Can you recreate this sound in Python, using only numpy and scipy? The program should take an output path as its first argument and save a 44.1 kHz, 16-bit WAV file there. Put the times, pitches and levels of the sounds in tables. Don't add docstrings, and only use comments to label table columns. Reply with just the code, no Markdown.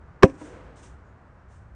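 import sys
import numpy as np
from scipy import signal
from scipy.fft import rfft, irfft, next_fast_len
from scipy.io import wavfile
from scipy.ndimage import map_coordinates

SR = 44100
rng = np.random.default_rng(int(sys.argv[2]) if len(sys.argv) > 2 else 0)


def put_to_file(sound):
    columns = np.atleast_2d(sound).T
    safe = np.clip(columns, -1, 1)
    whole_steps = np.round(safe * 32767)
    wavfile.write(sys.argv[1], SR, whole_steps.astype(np.int16))


N = 77175
MIC_TOP_HZ = 9350


def amp(db):
    return 10 ** (np.asarray(db) / 20)


def unit(x):
    return x / np.sqrt(np.mean(x ** 2) + 1e-20)


def since(start):
    return np.maximum(np.arange(N) / SR - start, 0)


def strike(t, rise, t60):
    return (1 - np.exp(-t / rise)) * np.exp(-np.log(1000) * t / t60)


def swell(start, attack, hold, t60):
    release = np.exp(-np.log(1000) * since(start + attack + hold) / t60)
    return np.minimum(since(start) / attack, 1) * release


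def wobble(rate):
    knots = rng.standard_normal(int(N * rate / SR) + 4)
    return map_coordinates(knots, [np.arange(N) * rate / SR])


def filtered(x, response):
    size = next_fast_len(N + SR // 2)
    return irfft(rfft(x, size) * response(np.fft.rfftfreq(size, 1 / SR)), size)[:N]


def lowpass(x, cutoff_hz, order):
    return filtered(x, lambda f: 1 / np.hypot(1, (f / cutoff_hz) ** order))


def noise(spectrum):
    hz, db = np.transpose(spectrum)
    white = rng.standard_normal(N)
    return unit(filtered(white, lambda f: amp(np.interp(np.log(f + 1), np.log(hz + 1), db))))


def outdoors():
    # (time [s], level [dB])
    wash_levels = [(0, -54.5), (0.301, -53), (1.0, -54.5), (1.4, -55.5), (1.75, -56.5)]
    # (frequency [Hz], relative density [dB])
    wash_spectrum = [(60, -5.5), (150, -0.5), (280, -8), (600, -9.5), (1000, -10), (1500, -12),
                     (2200, -23.5), (3500, -37.5), (7000, -43.5), (9500, -53), (11000, -72)]
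    rumble_spectrum = [(20, -22.5), (40, -11), (58, -0.5), (85, -3.5), (140, -12), (250, -28.5),
                       (500, -60.5)]
    rumble_db, sway_db = -50.5, 0.9
    wash = amp(np.interp(since(0), *np.transpose(wash_levels))) * noise(wash_spectrum)
    rumble = amp(rumble_db + sway_db * wobble(rate=12)) * noise(rumble_spectrum)
    return wash + rumble


def birds():
    # (time [s], duration [s], frequency [Hz], level [dB])
    chirps = [(1.03, .11, 6800, -81), (1.06, .04, 4900, -84), (1.385, .035, 5500, -84)]
    out = np.zeros(N)
    for start, duration, hz, db in chirps:
        envelope = np.sin(np.pi * np.minimum(since(start) / duration, 1))
        wavering_hz = hz * (1 + .03 * wobble(rate=900))
        out += amp(db) * envelope * np.sin(2 * np.pi * np.cumsum(wavering_hz) / SR)
    return out


def scatter(source):
    # (frequency [Hz], relative density [dB])
    spectrum = [(40, -1.5), (300, -1), (1000, -8), (2500, -4), (8000, -11.5)]
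    tail = noise(spectrum) * strike(since(0), rise=.02, t60=.36)
    return amp(-39.5) * signal.fftconvolve(source, tail / np.linalg.norm(tail))[:N]


def rustle():
    # (frequency [Hz], relative density [dB])
    spectrum = [(300, 5.5), (1500, 3.5), (2600, -2), (3600, -2.5), (4700, -6.5), (6000, 1.5), (8000, -1),
                (9400, -3)]
    # (time [s], level [dB], attack [s], hold [s], release T60 [s])
    movements = [(0.259, -60.5, 0.016, 0.028, 0.22), (0.33, -68, 0.013, .01, 0.23),
                 (0.371, -55.5, 0.038, 0.051, 0.57), (0.754, -57, 0.016, .03, 0.27),
                 (0.823, -54.5, 0.01, 0.021, 0.28), (1.474, -66.5, 0.045, 0.047, 0.32)]
    envelope = sum(amp(db) * swell(start, attack, hold, t60) for start, db, attack, hold, t60 in movements)
    return noise(spectrum) * envelope


def pellets():
    # (frequency [Hz], relative density [dB])
    spectrum = [(300, -1), (1400, -1.5), (2000, -4.5), (2500, 6.5), (3100, -10.5), (4700, -17),
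                (5700, -7.5), (7000, -16.5), (8300, -13), (9500, -20.5)]
    # (time [s], level [dB])
    crunches = [(0.2423, -28.5), (0.278, -52), (0.295, -49), (.353, -59)]
    envelope = sum(amp(db) * strike(since(start), rise=.0014, t60=.063) for start, db in crunches)
    return noise(spectrum) * envelope


def board(start, bright_hz, place):
    # (frequency [Hz], level struck at far end [dB], level struck near hole [dB], T60 [s], rise [s])
    modes = [(269.9, -18.5, -13.5, .2, .008), (300.2, -18, 2.5, .17, .004),
             (387.5, 4.5, -11.5, .048, 0.0027), (528, -0.5, -4.5, .088, 0.0028),
             (626.6, -12, -4, 0.057, 0.00096), (687, -8.5, -10, .056, .0006),
             (768, -14, -15.5, 0.065, 0.0008), (972.5, -18.5, -7, 0.089, .0006),
             (1073.5, -1.5, -13.5, 0.027, .0002), (1155.3, -7, -13.5, .033, .0002),
             (1284, -20, -12.5, 0.059, .0004), (1593, -4.5, -17.5, 0.022, 0.00018),
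             (1690, -6, -14.5, 0.025, .0002), (2098, -13, -20.5, .01, .0003),
             (2553, -12.5, -15, .019, 0.00034)]
    t = since(start)
    out = np.zeros(N)
    for hz, far_db, hole_db, t60, rise in modes:
        gain = amp(np.interp(place, [0, 1], [far_db, hole_db]))
        rolloff = 1 / np.hypot(1, (hz / bright_hz) ** 2)
        out += gain * rolloff * strike(t, rise, t60) * np.sin(2 * np.pi * hz * t)
    return out


def slide():
    # (frequency [Hz], relative density [dB])
    spectrum = [(80, -17), (200, -1), (500, 1.5), (750, -8), (1500, -9.5), (2500, -18), (4000, -28.5),
                (9000, -41)]
    rub_db, relative_ring_db, roughness_db = -48, -10, 0.5
    rub = unit(noise(spectrum) * amp(roughness_db * wobble(rate=90)))
    impulse_response = board(0, bright_hz=MIC_TOP_HZ, place=0.45)
    ring = unit(signal.fftconvolve(rub, impulse_response)[:N])
    envelope = swell(start=.34, attack=.14, hold=.07, t60=1.61)
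    return amp(rub_db) * (rub + amp(relative_ring_db) * ring) * envelope


def thud():
    # (frequency [Hz], level [dB], T60 [s])
    modes = [(110, 2.5, .03), (181.4, 5, .03)]
    t = since(.241)
    return -sum(amp(db) * strike(t, rise=.0014, t60=t60) * np.sin(2 * np.pi * hz * t)
                for hz, db, t60 in modes)


def landing():
    # (time [s], strength [dB], brightness [Hz], smack level [dB], place [0 far end to 1 hole])
    contacts = [(0.225, -19.5, 2800, -22, 0), (.2297, -4, 600, -34, 0.04), (0.2324, 1, 4000, -14.5, 0.01),
                (0.2907, -30, 600, -55, 0.47), (0.337, -42, 500, -60, 1), (.413, -34, 1500, -46.5, 1),
                (.562, -38, 500, -49, 0.53)]
    # (frequency [Hz], relative density [dB])
    spectrum = [(200, -2.5), (900, -5.5), (2000, 0.5), (2700, 0), (3200, -16), (4500, -19), (5400, -6.5),
                (6600, -16.5), (9000, -24.5)]
    out = np.zeros(N)
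    for start, db, bright_hz, smack_db, place in contacts:
        smack = lowpass(noise(spectrum), cutoff_hz=2.2 * bright_hz, order=4)
        envelope = strike(since(start), rise=.00058, t60=.037)
        out += amp(db) * board(start, bright_hz, place) + amp(smack_db) * smack * envelope
    return out


def scene():
    bag = landing() + thud() + pellets() + rustle() + slide()
    return (bag + scatter(bag) + outdoors() + birds())[None]


def record(dry):
    knee_sharpness = 10
    dull = lowpass(dry[0], MIC_TOP_HZ, order=40)
    clipped = dull / (1 + np.abs(dull) ** knee_sharpness) ** (1 / knee_sharpness)
    return lowpass(clipped, cutoff_hz=15700, order=60)[None]


dry = scene()
out = record(dry)
put_to_file(out)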